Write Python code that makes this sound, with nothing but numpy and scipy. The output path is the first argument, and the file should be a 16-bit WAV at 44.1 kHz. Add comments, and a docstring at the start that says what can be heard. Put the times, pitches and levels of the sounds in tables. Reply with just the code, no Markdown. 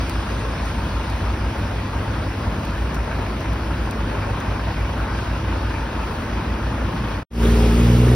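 """A flooded road: queued diesels idle while wading cars push bow waves that wash, fizz and gurgle.
Exhaust tones a few Hz apart beat into a throb; the engine blocks clatter at their own firing rates.
Drops tick nearby and air pockets plop. Near 7.2 s the queue fades out and a heavy lorry fades in,
pulling through the water with a growling exhaust and spraying tyres."""
import sys
import numpy as np
from scipy import signal
from scipy.fft import rfft, irfft, next_fast_len
from scipy.io import wavfile
from scipy.ndimage import uniform_filter1d, map_coordinates

SR = 44100
rng = np.random.default_rng(int(sys.argv[2]) if len(sys.argv) > 2 else 0)


def transcribe(u):
    """Save the signal u as a 16-bit wav file named by the first command-line argument.

    u: samples, shape (n,) or (channels, n), limited to [-1, 1]; the rate is SR.
    q: integer samples, one column per channel.
    """
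    v = np.clip(np.atleast_2d(u).T, -1, 1)
    q = np.round(v * 32767).astype(np.int16)
    wavfile.write(sys.argv[1], SR, q)


N = 359415

# water noise spectra: f/Hz, relative density/dB
WASH_SPECTRUM = [(200, -19), (600, 2.5), (1500, 2.5), (2500, 1), (3150, 0.5), (3900, -1.9), (5000, -3),
                 (6200, -8), (7500, -19), (10000, -17), (15000, -38)]
CREST_SPECTRUM = [(1500, -20), (3300, 0), (5500, -2), (6500, -7), (9000, -24)]
GURGLE_SPECTRUM = [(1200, -30), (2000, -9), (2450, 1), (2900, -5), (3400, -11), (4400, -34)]
FIZZ_SPECTRUM = [(3000, -15), (6000, 5), (9500, 13), (10300, -3), (12800, 2), (13800, -9), (15500, -15)]
DROP_SPECTRUM = [(1000, -13), (4000, 2), (6000, 2), (8000, -1), (11000, -3.5), (13000, -2), (16000, -6)]
SPRAY_SPECTRUM = [(300, -10), (900, 6), (1400, 5.5), (1950, 0.5), (2500, 3), (3300, -0.5), (4000, -5.5),
                  (5200, -5.5), (7500, -10.5), (9500, -11), (10500, -14), (13000, -16), (15500, -20)]
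# breaking wavelets: t/s, hiss swell/dB, gurgle swell/dB
WAVELETS = [(0.68, 3, 2), (0.94, 0.5, 5.5), (1.08, 0.5, 3), (2.66, 1.5, .8), (3.7, 0, 3), (3.98, .3, 4),
            (4.23, 1, 5.5), (4.45, 0, 4.5), (4.7, 1, 3), (5.19, 4.5, 1.5), (5.52, 1, 3.5), (5.75, .6, 3.5),
            (6.06, 1.5, 1.5), (6.88, .3, 4)]
# near drops: t/s, tick/dB, spatter/dB
DROPS = [(0.0953, -28, -38), (0.657, -38, -48), (1.0992, -39, -43), (2.6494, -43, -38),
         (2.9442, -36, -36.5), (2.955, -38, -44), (3.406, -38, -48), (3.5325, -42, -44),
         (3.9099, -31.5, -40), (4.4024, -37, -42)]
# air pockets: t/s, level/dB, f/Hz
PLOPS = [(0.32, -48, 3300), (0.33, -49, 4380), (0.55, -49, 3480), (0.58, -47, 4250), (0.82, -48, 3150),
         (0.9, -48, 2900), (0.93, -42, 2200), (1.78, -47, 2400), (2.89, -41, 1580), (4.22, -44, 2400),
         (4.28, -43, 1870), (4.45, -47, 2780), (4.62, -48, 2950), (4.685, -41, 1950), (5.17, -49, 3720),
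         (5.42, -49, 3170), (5.52, -49, 3620), (5.8, -47, 3430), (5.99, -49, 3170), (7.44, -42, 3680),
         (7.445, -40, 3350), (7.53, -40, 2400), (7.595, -42, 3320), (7.76, -43, 3330), (7.78, -41, 2100),
         (7.91, -43, 3000)]

# engine noise spectra: f/Hz, relative density/dB
BOOM_SPECTRUM = [(20, -17), (37, 0), (48, -1), (58, 8), (64, 6.5), (75, 4), (120, -43)]
DRONE_SPECTRUM = [(45, -41), (70, -2.5), (100, 0), (125, -2.5), (150, -4.5), (240, -5.5), (330, -9),
                  (420, -17), (700, -19), (2000, -51.5)]
BLOCK_SPECTRUM = [(220, -23), (400, -2), (580, 0), (740, -4), (850, -0.5), (910, 2.5), (970, -1.5),
                  (1050, 0.5), (1160, -3.5), (1540, -3.5), (1900, -9.5), (2200, -12.5), (2450, -10),
                  (4000, -22.5)]  # blocks and tyres
GROWL_SPECTRUM = [(25, -11), (60, 2), (110, 2), (200, -5), (280, -3.5), (400, -1), (500, -3), (620, -7.5),
                  (720, -11), (1000, -15), (1600, -27), (3000, -49)]
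# engine tones: multiple of firing rate, level/dB
TRUCK_TONES = [(2, -30), (3, -36.5), (4, -46.5), (22, -56.5)]
TRACTOR_TONES = [(1, -55), (4 / 3, -51), (2, -30), (7 / 3, -44.5), (3, -40), (4, -45.5), (26 / 3, -47.5),
                 (11, -45)]
CAB_TONES = [(22 / 3, -41)]  # tractor cab buzz
CAR_TONES = [(2, -42), (4, -35.5)]
LOPE_TONES = [(2 / 3, -40), (4 / 3, -37), (5 / 3, -34), (8 / 3, -38), (11 / 3, -36), (16 / 3, -38),
              (19 / 3, -36), (20 / 3, -40), (22 / 3, -39.5)]  # lorry's unequal cylinders
# firing rates: t/s, f/Hz
TRACTOR_FIRING_HZ = [(0, 30.24), (1, 30.12), (1.4, 30.01), (1.75, 29.99), (2.1, 29.89), (2.7, 29.9),
                     (3.1, 29.99), (3.5, 29.99), (3.9, 30.09), (4.35, 30.09), (4.8, 29.99)]  # idle hunts
LORRY_FIRING_HZ = [(7.3, 58.4), (7.62, 57.2), (7.72, 57.6), (7.82, 58.7), (8.15, 61.3)]
# queue envelopes: t/s, gain/dB
DRONE_DB = [(0, -29.6), (1.1, -30), (2.2, -29), (3.1, -28), (4.4, -28.6), (5.4, -29.4), (7, -29.4)]
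CAR_DB = [(0, -3), (2.3, 2.5), (3.3, 0), (4.3, 4), (5.7, 1.5), (6.3, -7)]
TRACTOR_DB = [(.15, 3), (.6, -5), (1.1, 2), (1.55, 3.5), (1.85, -7), (2.08, 2), (2.3, -6), (2.62, -11),
              (2.8, 4.5), (3.2, -4), (3.5, 3), (3.9, -2), (4.4, -2.5), (4.8, 3.5), (5.15, 0), (5.6, 4),
              (6.05, -6), (6.55, 4), (6.85, 3.5), (7.1, -7)]
CAB_DB = [(0, -6), (3.3, -6), (4.3, 0), (5.4, -10), (6, 0), (7, 2.5)]  # grows as the microphone turns to it
# lorry envelopes: t/s, gain/dB
GROWL_DB = [(7.4, -26), (7.63, -23.5), (7.8, -27), (7.92, -26), (8.14, -24)]  # engine load
BARK_DB = [(7.4, -7.5), (7.77, -9), (7.85, -0.5), (8.1, 0.7)]  # exhaust opens up: 2nd harmonic
SPRAY_DB = [(7.5, -29.9), (7.8, -30.3), (8.15, -31)]  # wheels draw away
# lorry exhaust resonances: f/Hz, width/Hz, peak gain/dB
PIPE_MODES = [(57.5, 14, -16.4), (121.5, 13, -15.3), (177.5, 7, -23.2), (234.5, 22, -20.8)]
SILENCER_MODES = [(100, 17, -6), (210, 150, -9), (321, 14, -2), (384, 10, 3), (420, 8, 3.5)]

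# scene fades: t/s, gain
QUEUE_FADE = [(7.17, 1), (7.231, .45), (7.233, .03), (7.255, 0)]
LORRY_FADE = [(7.303, 0), (7.33, .13), (7.39, .48), (7.44, 1)]
# left-right likeness: f/Hz, coherence
QUEUE_COHERENCE = [(150, 1), (300, 0.99), (450, 0.85), (750, 0.52), (1000, 0.76), (1900, 0.88),
                   (2800, 0.38), (4400, 0.45), (5300, 0.66), (6000, 0.55), (6800, 1), (8000, 1),
                   (8800, 0.45), (9900, 0.7), (12500, 0.55), (13800, 1)]
LORRY_COHERENCE = [(200, 1), (500, 0.96), (750, 0.7), (2000, 0.81), (4200, .4), (5200, .75), (6000, 0.69),
                   (6800, 1), (8000, 1), (8800, .45), (12500, 0.67), (13800, 0.87)]
# stereo balance: f/Hz, left minus right/dB
BALANCE_DB = [(300, 0), (500, 1), (700, 2.5), (1200, 3), (1900, -0.5), (2500, -.5), (5000, 0)]
# microphone ports: f/Hz, left phase lead/rad
PORT_LEAD_RAD = [(1900, 0), (2900, 1.55), (3250, 1.6), (3900, 0.65), (5400, 0.3), (6000, 1.3), (6500, 2.7),
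                 (8100, 3.3), (9700, 6.3), (12300, 6.5), (13250, 9.2), (14700, 9.5), (15500, 11.5)]

TRUCK_HZ, CAR_HZ, PICKUP_HZ = 27.02, 25.08, 23.62  # idle firing rates
IN_STEP_S = 0.176  # idling engines fire together
TIME_S = np.arange(N) / SR


def amp(db):
    """dB to gain."""
    return 10 ** (np.asarray(db) / 20)


def unit(x):
    """Scale to rms 1."""
    return x / np.sqrt(np.mean(x ** 2) + 1e-20)


def along(points, hz):
    """Interpolate on a log frequency axis."""
    f, v = np.transpose(points)
    return np.interp(np.log(hz + 1), np.log(f + 1), v)


def curve(points):
    """Interpolate in time, per sample."""
    return np.interp(TIME_S, *np.transpose(points))


def wobble(rate_hz):
    """Smooth random curve, knots at rate_hz."""
    return map_coordinates(rng.standard_normal(int(N * rate_hz / SR) + 4), [TIME_S * rate_hz])


def filtered(x, response):
    """Apply a frequency response."""
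    m = next_fast_len(N + SR // 2)
    return irfft(rfft(x, m) * response(np.fft.rfftfreq(m, 1 / SR)), m)[..., :N]


def coloured(pair, spectrum, coherence=QUEUE_COHERENCE):
    """Two unrelated signals to stereo of given spectrum and coherence, rms 1."""
    def response(hz):
        angle = np.arccos(np.clip(along(coherence, hz), -1, 1)) / 2
        return amp(along(spectrum, hz)) * [np.cos(angle), np.sin(angle)]
    mid, side = filtered(pair, response)
    return unit(np.array([mid + side, mid - side]))


def noise(patchy_db):
    """Two noises sharing random gain patches in time and frequency."""
    bins = signal.stft(rng.standard_normal((2, N)), nperseg=512)[2]
    patches = uniform_filter1d(rng.standard_normal(bins.shape[1:]), size=6, axis=0)
    patches = uniform_filter1d(patches, size=10, axis=1)
    return unit(signal.istft(bins * amp(patchy_db * unit(patches)), nperseg=512)[1][:, :N])


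def bubbles(count, centre_hz, spread, cycles, size_db):
    """Small bubbles: panned damped sines of rising pitch; the higher, the weaker."""
    onset, pan = rng.random(count), rng.uniform(.2, .96, count)
    hz = np.clip(centre_hz * np.exp(spread * rng.standard_normal(count)), 300, 14000)[:, None]
    gain = amp(size_db * np.minimum(rng.exponential(size=count), 3))[:, None] / hz
    samples = np.arange(700)
    age = hz * samples / SR / cycles
    phase = 2 * np.pi * cycles * age * (1 + .03 * np.minimum(age, 2))
    ring = gain * np.exp(-3 * age) * np.sin(phase)
    at = ((onset * N).astype(int)[:, None] + samples).ravel()
    return unit(np.array([np.bincount(at, (ring * g[:, None]).ravel(), N)[:N] for g in (pan, 1 - pan)]))


def wavelets(rise_s=.055, fall_s=.12):
    """Breaking wavelets briefly lift hiss and gurgle; both in dB."""
    swell_db = np.zeros((2, N))
    for start_s, hiss_db, gurgle_db in WAVELETS:
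        t = TIME_S - start_s
        shape = np.exp(-(np.minimum(t, 0) / rise_s) ** 2 - np.maximum(t, 0) / fall_s)
        swell_db += np.outer([hiss_db, gurgle_db], shape)
    return swell_db


def floodwater(wash_settle_s=1.26, fizz_settle_s=1.7):
    """Bow waves wash, gurgle and fizz; the water starts churned up and settles."""
    hiss_db, gurgle_db = wavelets()
    wash_db = -41 + 3.9 * np.exp(-TIME_S / wash_settle_s)
    fizz_db = -63.5 + 8.4 * np.exp(-TIME_S / fizz_settle_s) + hiss_db
    surge_db = .35 * wobble(12)
    wash = amp(wash_db + surge_db) * coloured(noise(patchy_db=1.7), WASH_SPECTRUM)
    crest_gain = amp(-47) * np.sqrt(np.maximum(amp(hiss_db) ** 2 - 1, 0))
    crests = crest_gain * coloured(noise(patchy_db=2.5), CREST_SPECTRUM)
    gurgle = amp(gurgle_db - 51.3) * coloured(noise(patchy_db=3.5), GURGLE_SPECTRUM)
    froth = amp(gurgle_db - 49.7) * bubbles(2200, centre_hz=2750, spread=.3, cycles=48, size_db=5.5)
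    fizz = amp(fizz_db + surge_db + 2.2) * coloured(noise(patchy_db=2.5), FIZZ_SPECTRUM)
    prickle = amp(fizz_db - 13) * bubbles(900, centre_hz=10500, spread=.14, cycles=8, size_db=4)
    return wash + crests + gurgle + froth + fizz + prickle


def drops(tick_s=.0007, spatter_s=.006):
    """Each drop ticks on impact, then spatters for a few ms."""
    t, out = TIME_S[:SR // 10], np.zeros((2, N))
    hiss = coloured(noise(patchy_db=1), DROP_SPECTRUM)
    tick = t / tick_s * np.exp(1 - t / tick_s)
    spatter = (1 - np.exp(-t / tick_s)) * np.exp(-(t / spatter_s) ** 2)
    for start_s, tick_db, spatter_db in DROPS:
        span = slice(round(start_s * SR), round(start_s * SR) + len(t))
        out[:, span] += np.hypot(amp(tick_db) * tick, amp(spatter_db) * spatter) * hiss[:, span]
    return out


def plops(rise_s=.008, fall_s=.035, width_hz=150, climb_per_s=.8):
    """Air pockets split into like-sized bubbles that ring together and climb in pitch."""
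    t, out = TIME_S[:SR // 6], np.zeros((2, N))
    cluster = unit(filtered(rng.standard_normal((3, N)), lambda hz: np.exp(-(hz / width_hz) ** 2)))
    shape = (1 - np.exp(-t / rise_s)) * np.exp(-(t / fall_s) ** 2)
    for start_s, db, hz in PLOPS:
        span = slice(round(start_s * SR), round(start_s * SR) + len(t))
        phase = 2 * np.pi * hz * t * (1 + climb_per_s * (t - fall_s) / 2)
        ring = cluster[2, span] * np.sin(phase) + cluster[:2, span] * np.cos(phase)
        out[:, span] += amp(db) * shape * ring
    return out


def tones(firings, table, waver_db, drift_cycles, aligned=False):
    """Engine tones locked to the running firing count; aligned ones start in phase with it."""
    out = np.zeros(N)
    for multiple, db in table:
        cycles = multiple * firings + (0 if aligned else rng.random()) + drift_cycles * wobble(2.99)
        out += amp(db + waver_db * wobble(3.01)) * np.sqrt(2) * np.sin(2 * np.pi * cycles)
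    return out


def knocks(firings, decay_firings, scatter_db, repeat_share, cylinders=4):
    """Unequal cylinders fire noise bursts; a share repeats every engine cycle."""
    index = firings.astype(int)
    strength = rng.standard_normal(cylinders)[index % cylinders] + rng.standard_normal(1024)[index]
    burst = amp(scatter_db * strength) * np.exp(-(firings % 1) / decay_firings)
    period = int(N * cylinders / (firings[-1] - firings[0]))
    repeating = rng.standard_normal((2, period))[:, (firings * period / cylinders).astype(int) % period]
    carrier = np.sqrt(repeat_share) * repeating + np.sqrt(1 - repeat_share) * noise(patchy_db=2)
    return unit(uniform_filter1d(burst, size=90)) * carrier


def clatter(truck, pickup, dull_hz=5000):
    """Two diesels knock at each firing amid traffic noise, dulled by distance."""
    near = amp(-4) * knocks(truck, decay_firings=.49, scatter_db=1, repeat_share=.38)
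    near += amp(-6.5) * knocks(pickup, decay_firings=.45, scatter_db=.5, repeat_share=.44)
    traffic = noise(patchy_db=2.4)
    dulled = filtered(near + traffic, lambda hz: 1 / (1 + (hz / dull_hz) ** 4))
    return amp(-32 + .22 * wobble(6)) * coloured(dulled, BLOCK_SPECTRUM)


def idling_queue(turn_db_per_s=.1723):
    """Truck and tractor exhausts beat into a throb over hum, boom, drone and clatter."""
    t, start = TIME_S - IN_STEP_S, 8 + rng.random()
    truck, car, pickup = [hz * t + start + .008 * wobble(1.5) for hz in (TRUCK_HZ, CAR_HZ, PICKUP_HZ)]
    tractor = np.cumsum(curve(TRACTOR_FIRING_HZ)) / SR
    tractor += start - tractor[round(IN_STEP_S * SR)]
    truck_exhaust = tones(truck, TRUCK_TONES, waver_db=.9, drift_cycles=.02, aligned=True)
    tractor_exhaust = tones(tractor, TRACTOR_TONES, waver_db=.8, drift_cycles=.025, aligned=True)
    throb = truck_exhaust + amp(curve(TRACTOR_DB)) * tractor_exhaust
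    hum = amp(curve(CAR_DB)) * tones(car, CAR_TONES, waver_db=1.5, drift_cycles=.045, aligned=True)
    buzz = amp(curve(CAB_DB)) * tones(tractor, CAB_TONES, waver_db=1, drift_cycles=.038)
    boom = amp(-37 + 2 * wobble(7)) * coloured(noise(patchy_db=.5), BOOM_SPECTRUM)
    drone = amp(curve(DRONE_DB) + .6 * wobble(6)) * coloured(noise(patchy_db=1), DRONE_SPECTRUM)
    facing = amp(turn_db_per_s * t)  # microphone turns towards the trucks
    return throb + hum + buzz + boom + facing * (drone + clatter(truck, pickup))


def tyre_spray():
    """The lorry's tyres throw hissing spray and churn up bubbles."""
    spray = amp(curve(SPRAY_DB)) * coloured(noise(patchy_db=1.1), SPRAY_SPECTRUM, LORRY_COHERENCE)
    return spray + amp(-40.5) * bubbles(3000, centre_hz=2820, spread=.4, cycles=20, size_db=3.5)


def exhaust_pipe(firings, firing_hz):
    """Four harmonics swell as the revs carry each through a pipe resonance."""
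    first, second, third, fourth = [
        tones(firings, [(k, db)], waver_db=.76, drift_cycles=.0074)
        / np.hypot(1, 2 * (k * firing_hz - hz) / width_hz)
        for k, (hz, width_hz, db) in enumerate(PIPE_MODES, 1)]
    return first + amp(curve(BARK_DB)) * second + third + fourth


def silencer_kicks(firings, kick_at_s=7.767, scatter_db=1.3, muffle_hz=480):
    """Every third firing is harder and rings the silencer's fixed resonances."""
    group = np.floor((firings - firings[round(kick_at_s * SR)]) / 3)
    at = np.flatnonzero(np.diff(group))
    pulses = np.zeros(N)
    pulses[at] = -amp(scatter_db * rng.standard_normal(256)[:len(at)])
    ring = filtered(pulses, lambda f: sum(amp(db) * 1j * f * width / (hz * hz - f * f + 1j * f * width)
                                          for hz, width, db in SILENCER_MODES))
    return unit(filtered(ring, lambda hz: 1 / (1 + (hz / muffle_hz) ** 8)))


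def lorry():
    """Six-cylinder diesel under load: exhaust, lope, pulsed growl and tyre spray."""
    firing_hz = curve(LORRY_FIRING_HZ)
    firings = np.cumsum(firing_hz) / SR + .0045 * wobble(45)  # timing jitter
    exhaust = exhaust_pipe(firings, firing_hz)
    lope = tones(firings, LOPE_TONES, waver_db=2, drift_cycles=.025)
    bursts = knocks(firings, decay_firings=.7, scatter_db=.8, repeat_share=.4, cylinders=6)
    growl = coloured(bursts, GROWL_SPECTRUM, LORRY_COHERENCE) + amp(-2) * silencer_kicks(firings)
    return exhaust + lope + amp(curve(GROWL_DB)) * growl + tyre_spray()


def scene():
    """Queue fades out, lorry fades in; plops run through both."""
    queue = idling_queue() + floodwater() + drops()
    mix = curve(QUEUE_FADE) * queue + curve(LORRY_FADE) * lorry() + plops()
    return filtered(mix, lambda hz: amp(np.outer([.5, -.5], along(BALANCE_DB, hz))))


def record(dry, top_hz=15780):
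    """A phone's two ports hear the treble out of phase; band-limited."""
    ports = filtered(dry, lambda hz: np.exp(1j * np.outer([.5, -.5], along(PORT_LEAD_RAD, hz))))
    return filtered(ports, lambda hz: hz < top_hz)


dry = scene()
out = record(dry)
transcribe(out)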